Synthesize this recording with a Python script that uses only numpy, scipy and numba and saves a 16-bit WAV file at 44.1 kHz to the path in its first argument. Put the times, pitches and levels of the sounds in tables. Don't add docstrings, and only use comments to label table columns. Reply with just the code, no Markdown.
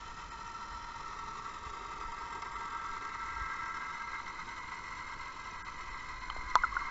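import sys
import numpy as np
from scipy import signal
from scipy.fft import rfft, irfft, next_fast_len
from scipy.io import wavfile
from scipy.ndimage import uniform_filter1d
from numba import njit

SR = 44100
rng = np.random.default_rng(int(sys.argv[2]) if len(sys.argv) > 2 else 0)


def wav_record(signal):
    frames = np.transpose(np.atleast_2d(signal))
    bounded = np.clip(frames, -1, 1)
    quanta = np.round(bounded * 32767).astype(np.int16)
    wavfile.write(sys.argv[1], SR, quanta)


def elevation(decibels):
    levels = np.asarray(decibels, float)
    return 10 ** (levels / 20)


N = 304554
T = np.arange(N) / SR
BLOCK = 64
SLOW = np.arange(N // BLOCK + 2) * BLOCK / SR
FRAME = 1024

# (time [s], place [0 far off, 1 passing, 2 at the wall])
PATH = [
    (0, 0.4),
    (.8, 0.36),
    (1.5, 0.9),
    (2.6, 1.11),
    (3.4, 1.45),
    (4, 1.68),
    (4.6, 2),
    (5.6, 2.5),
    (6.9, 1.86),
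]


def level(x, db):
    return x * elevation(db) / np.sqrt(np.mean(x ** 2))


def steady(x, span_s):
    k = int(span_s * SR)
    power = uniform_filter1d(uniform_filter1d(x ** 2, k), k)
    return x / np.sqrt(power + 1e-18)


def walk(rate, t):
    coarse = uniform_filter1d(np.repeat(rng.standard_normal(N // 400), 8), 12)
    return np.interp(t * rate * 8, np.arange(len(coarse)), coarse) / coarse.std()


def bell(s, half_s):
    return np.exp(-.5 * ((SLOW - s) / half_s) ** 2)


def curves(table, at):
    first, *columns = np.transpose(table)
    return [np.interp(T, SLOW, np.interp(at, first, c)) for c in columns]


def coloured(x, points):
    hz, db = np.transpose(points)
    size = next_fast_len(N)
    f = np.fft.rfftfreq(size, 1 / SR) + 1
    gain = elevation(np.interp(np.log(f), np.log(hz), db, -99, -99))
    return irfft(rfft(x, size) * gain, size)[:N]


def ring(x, hz, width):
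    return signal.lfilter(*signal.iirpeak(hz, hz / width, fs=SR), x)


def ping(start, db, hz, t60, rise_ms):
    t = np.arange(int(t60 * SR)) / SR
    rise = (1 - np.exp(-t * 1000 / rise_ms)) ** 2
    shape = rise * np.exp(-np.log(1000) * t / t60)
    out, i = np.zeros(N + len(t)), int(start * SR)
    out[i:i + len(t)] = elevation(db) * shape / shape.max() * np.sin(2 * np.pi * hz * t)
    return out[:N]


def rattle():
    # (time [s], size [dB])
    slips = [(1.1276, 6.5), (1.268, 5), (1.4063, 2), (1.5358, 7), (1.7288, 4.5), (2.0009, 7), (2.1201, 5),
             (2.2247, -3.5), (2.3455, 4), (2.4187, 8), (2.584, 3), (2.7027, 2), (3.0092, 3), (3.098, -2),
             (3.295, 3), (3.453, 8), (3.5312, 0.5), (3.738, 7.5), (3.8056, 5.5), (4.016, 4), (4.258, 10.5),
             (4.5623, 7.5), (4.6308, 6), (4.676, 5), (4.7117, 4.5), (5.2065, 6.5), (5.685, -1.5),
             (5.7773, 3.7), (6.078, 3)]
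    slip_s = 0.0084
    tooth_db = 2.7 * np.minimum(rng.exponential(size=N), 3)
    ticks = (rng.random(N) < 500 / SR) * rng.standard_normal(N) * elevation(tooth_db)
    slips_db = sum(db * np.sign(SLOW - s) * np.exp(-np.abs(SLOW - s) / slip_s) for s, db in slips)
    chatter_db = 1.4 * walk(45, SLOW) + 0.61 * walk(11, SLOW) + slips_db
    return (level(ticks, -2.5) + rng.standard_normal(N)) * np.interp(T, SLOW, elevation(chatter_db))


@njit
def glide(x, hz, width, gain, block):
    y, b, l = np.empty(len(x)), np.zeros(2), np.zeros(2)
    g = k = 0.
    for i in range(len(x)):
        j, part = i // block, (i % block) / block
        if part == 0:
            g, k = np.tan(np.pi * hz[j] / SR), width / hz[j]
        u = x[i]
        for n in range(2):
            v = (b[n] + g * (u - l[n])) / (1 + g * (g + k))
            b[n], l[n], u = 2 * v - b[n], l[n] + 2 * g * v, k * v
        y[i] = u * (gain[j] + part * (gain[j + 1] - gain[j]))
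    return y


def modes_of(drive, modes, drift_db, wander, slide=0):
    place, out = np.interp(SLOW, *np.transpose(PATH)), 0
    for k, (hz, width, *place_db) in enumerate(modes):
        centre = hz * (1 + wander * walk(1.5, SLOW) + slide * (place - 1))
        gain_db = np.interp(place, range(3), place_db) + drift_db * walk(3.377, SLOW)
        sign = (-1) ** k
        out = out + glide(drive, centre, 1.42 * width, sign * elevation(gain_db), BLOCK)
    return out


def family(drive, modes, db, drift_db, wander, slide=0):
    return steady(modes_of(drive, modes, drift_db, wander, slide), 0.097) * elevation(db)


def submarine():
    # (centre [Hz], width [Hz], far off [dB], passing [dB], at the wall [dB])
    hull = [(934, 44, 2.5, 2.5, -3.5), (1015, 35, -9, -17, 1.5), (1073.6, 46, -11, -9.5, -5.5),
            (1153.4, 54, -8, -0.5, -4.5), (1266, 46, -2, -0.5, -5)]
    tub_first = [(1325, 27.5, -0.5, 6, 1), (1383, 40, -10, -13.5, -18), (1513, 140, -22, -25, -6.5)]
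    tub_second = [(1597, 30, -1, 0.5, -1.5), (1516, 83, -10.5, -11.5, -8.5), (1800, 41, -2.5, -17.5, -24)]
    tub_upper = [(1853, 80, 5.5, -4, -22.5), (1970, 43, -8, -4, -0.5), (2046, 49, 4.5, -1.5, -2),
                 (2115, 45, -22.5, -4.5, 0), (2194, 43, -23, -11, -15.5)]
    fine = [(2430, 37, -3, -17, 0.5), (2569, 54, 0.5, 2.5, -1), (2685, 66, 0, -1, -11.5),
            (2896, 78, -10, -9.5, -1.5), (3083, 89, -0.5, -1.5, -4.5), (3430, 170, -4.5, -2, -5.5),
            (3810, 130, -10, -2.5, -4.5), (4100, 70, 10, -3, 3.5), (4280, 79, -5.5, -8, -5)] + [(4900, 32, -36, 1, -17), (4930, 96, -7, -10, -11.5),
                               (5200, 86, 0.5, -6, -6.5), (5410, 60, -2.5, -1, -3.5),
                               (5820, 55, 3.5, -2, -11.5), (5950, 70, -10.5, -10.5, -4),
                               (6450, 56, -7.5, -7.5, -9), (6860, 160, -14.5, -9, -19.5),
                               (7110, 70, -2, -16.5, -6), (7355, 170, -14, -6.5, -11.5),
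                               (7570, 46, -3, -11.5, -11.5)]
    hum = [(416, 49, -74, -58, -78.5), (325, 43, -79.5, -68, -72), (757, 64, -65.5, -64, -69.5)]
    # (time [s], level [dB])
    motor_load = [(0.0, -51), (1.29, -46), (1.59, -47), (2.8, -43.5), (2.94, -45.5), (3.59, -46),
                  (4.32, -47), (5.44, -48.5), (6.34, -48), (6.57, -44.5), (6.73, -47.5), (6.9, -43)]
    # (place [0-3], first [dB], second [dB], upper [dB])
    pickup = [(.4, -0.5, -21, -8), (.85, -2.5, -17.5, -10), (1.2, -1, -4, -6.5), (1.5, 3.5, -2, -1),
              (2, -3, -13, -1.5), (3, -3.5, -1.5, -1)]
    # (time [s], change [dB])
    falters = [
        (1.46, 1.5),
        (4.15, 2),
        (4.23, -2),
        (4.33, -0.5),
        (4.461, -2.5),
        (5.36, -3),
        (5.62, 0.5),
        (5.96, 1),
        (6.67, 2),
        (6.79, 1.5),
    ]
    # (frequency [Hz], density [dB per Hz])
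    whir_points = [(700, -17), (1200, 6.5), (2300, 1.5), (2800, -9.5), (4000, -6.5), (6200, -6.5),
                   (7700, -18)]
    falter_half_s = 0.016

    place = np.interp(SLOW, *np.transpose(PATH))
    load, = curves(motor_load, SLOW)
    first, second, upper = curves(pickup, place)
    falter = np.interp(T, SLOW, sum(db * bell(s, falter_half_s) for s, db in falters))
    tub = load + 2.5 * falter
    drive = rattle()
    out = family(drive, hull, load + falter + 0.3, drift_db=1.5, wander=0.0007)
    out = out + family(drive, tub_first, tub + first + 1.2 * walk(5, T), drift_db=.7, wander=0.001)
    out = out + family(drive, tub_second, tub + second + 1.5 * walk(5, T), drift_db=1.2, wander=0.001)
    out = out + family(drive, tub_upper, tub + upper + 0.8 * walk(5, T), drift_db=1.8, wander=0.0015)
    out = out + family(drive, fine, -58, drift_db=1.8, wander=.003, slide=.01)
    out = out + elevation(20.5) * modes_of(drive, hum, drift_db=.8, wander=0.0018)
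    whir = coloured(0.62 * drive + rng.standard_normal(N), whir_points)
    return out + level(whir, -52.5 - 3.5)


def waves(table, calm_db):
    power = elevation(2 * calm_db) + sum(elevation(2 * db) * bell(s, half_s) for s, db, half_s in table)
    return np.interp(T, SLOW, np.sqrt(power))


def water():
    # (time [s], level [dB], half length [s])
    slosh_waves = [(0, -50, 0.03), (.29, -49.5, .08), (.76, -49, 0.063), (1.18, -48, 0.053),
                   (1.68, -55.5, .06), (1.9, -51.5, .1), (2.48, -54, 0.11), (3.36, -45.5, 0.077),
                   (4.96, -55.5, 0.094), (5.63, -53, 0.059), (5.9, -51, 0.068), (6.2, -45, 0.064),
                   (6.46, -40, 0.054), (6.72, -43, 0.052)]
    surge_waves = [(.1, -57, 0.058), (.98, -53, 0.055), (1.36, -57.5, 0.081), (1.66, -58, 0.052),
                   (2.1, -50, 0.034), (2.92, -51, 0.043), (3.4, -56.5, 0.11), (4.3, -55.5, 0.13),
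                   (4.6, -60, .08), (5.16, -53, 0.06), (5.5, -54, 0.066), (5.86, -48, .07),
                   (6.35, -47, .15), (6.62, -45.5, .07), (6.9, -46, 0.039)]
    # (time [s], peak [dB], pitch [Hz], t60 [s])
    thumps = [
        (0.741, -41.5, 58, 0.16),
        (1.664, -37, 62, 0.065),
        (2.05, -40, 40, .12),
        (3.416, -36.5, 55, 0.075),
        (5.901, -44, 54, 0.16),
    ]
    # (frequency [Hz], density [dB per Hz])
    hiss_points = [(29, -33), (50, -2.5), (172, -8), (370, -11), (657, -16), (827, -17.5), (900, -5.5),
                   (1250, -61.5)]
    slosh = steady(ring(ring(rng.standard_normal(N), 42, 20), 42, 20), 0.24)
    slosh = slosh * waves(slosh_waves, calm_db=-57.5) * elevation(-5.0)
    surge = steady(ring(ring(rng.standard_normal(N), 10, 12), 10, 12), 0.21)
    surge = surge * waves(surge_waves, calm_db=-59.5) * elevation(0.7)
    bumps = sum(ping(*row, rise_ms=0.93) for row in thumps)
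    hiss = level(coloured(rng.standard_normal(N), hiss_points), -57)
    return slosh + surge - bumps + hiss


def clicks():
    # (time [s], peak [dB], pitch [Hz], t60 [s])
    knocks = [(6.2995, -28.5, 1210, 0.016), (6.300, -35.5, 3080, 0.018), (6.3005, -44, 2100, .015),
              (6.3, -43, 4200, 0.013), (6.364, -34, 675, 0.0071), (6.500, -43, 5830, 0.0087),
              (6.5547, -7.5, 1180, 0.0072), (6.5592, -16.5, 990, 0.048), (6.5606, -23, 1260, 0.013),
              (6.638, -27.5, 990, 0.015), (6.767, -21, 1426, 0.031), (6.766, -26, 1075, 0.031)]
    bubbles = [
        (6.305, -42, 880, 0.028),
        (6.584, -37, 1100, 0.046),
        (6.585, -37.5, 2136, 0.031),
        (6.6352, -18, 1434, 0.014),
        (6.6405, -20.5, 1324, 0.028),
        (6.723, -31.5, 1120, 0.027),
        (6.753, -32, 1060, .03),
        (6.812, -32, 1143, .05),
    ]
    # (time [s], level [dB])
    snap_times = [
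        (6.2996, -50),
        (6.302, -49),
        (6.5006, -45),
        (6.5548, -21),
        (6.5595, -53),
        (6.5846, -55),
        (6.7676, -54),
        (6.8116, -54),
    ]
    # (centre [Hz], width [Hz], level [dB])
    crack_modes = [(2100, 410, -8.5), (3600, 290, 5.5), (4250, 640, 6.5), (5500, 1100, 0), (7140, 720, -28)]
    snaps = np.zeros(N)
    for s, db in snap_times:
        snaps[int(s * SR)] += elevation(db) * 10
    crack = sum(elevation(db) * ring(ring(snaps, hz, width), hz, 2.4 * width) for hz, width, db in crack_modes)
    knocking = sum(ping(*row, rise_ms=0.51) for row in knocks)
    bubbling = sum(ping(*row, rise_ms=2.1) for row in bubbles)
    return crack + knocking + bubbling


def scene():
    return (submarine() + water() + clicks())[None]


def starve(x):
    # (time [s], share of the bands lost [0-1])
    thin_moments = [(.09, .2), (.31, .4), (.73, .3), (1.02, .25), (1.8, .4), (2.05, .25), (2.13, .3),
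                    (2.3, .3), (2.38, .4), (2.55, .4), (2.74, .35), (3.47, .3), (3.68, .35), (4.47, .35),
                    (4.6, .3), (5.58, .35), (5.635, .6), (5.77, .3), (5.9, .3), (5.95, .25), (6.2, .35)]
    _, t, spec = signal.stft(x, SR, nperseg=FRAME, noverlap=FRAME // 2)
    band = np.arange(len(spec)) // 5
    for s, share in thin_moments:
        frames = np.abs(t - s) < FRAME / SR * (.15 + .8 * share)
        energy = np.sum(np.abs(spec[:, frames]) ** 2, axis=1)
        power = np.log(np.bincount(band, energy) + 1e-18)
        weak = power - uniform_filter1d(power, 9)
        lost = weak < np.quantile(weak[2:35], 1.4 * share)
        lowest = 1 if share > .5 else 11
        spec[np.ix_(lost[band] & (band > lowest), frames)] *= elevation(-36 * share)
    return signal.istft(spec, SR, nperseg=FRAME, noverlap=FRAME // 2)[1][:N]


def roll_off(x):
    return signal.sosfilt(signal.butter(12, 8760, fs=SR, output="sos"), x)


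def record(dry):
    top_hz, end_s = 7610, 6.906
    treble = signal.sosfiltfilt(signal.butter(2, 5000, "high", fs=SR, output="sos"), dry)
    pulse = 0.35 * np.cos(2 * np.pi * np.arange(N) / FRAME - 2.8)
    x = starve((dry + treble * pulse)[0])
    low = signal.sosfiltfilt(signal.ellip(9, .1, 40, top_hz, fs=SR, output="sos"), x)
    loud = np.clip(uniform_filter1d(np.abs(x), 200) / .075 - 1, 0, 1)
    x = low + (x - low) * loud * elevation(-8)
    x = x + elevation(-99) * rng.standard_normal(N)
    x = x * np.clip((end_s - T) / .002, 0, 1)
    return roll_off(x[None])


dry = scene()
out = record(dry)
wav_record(out)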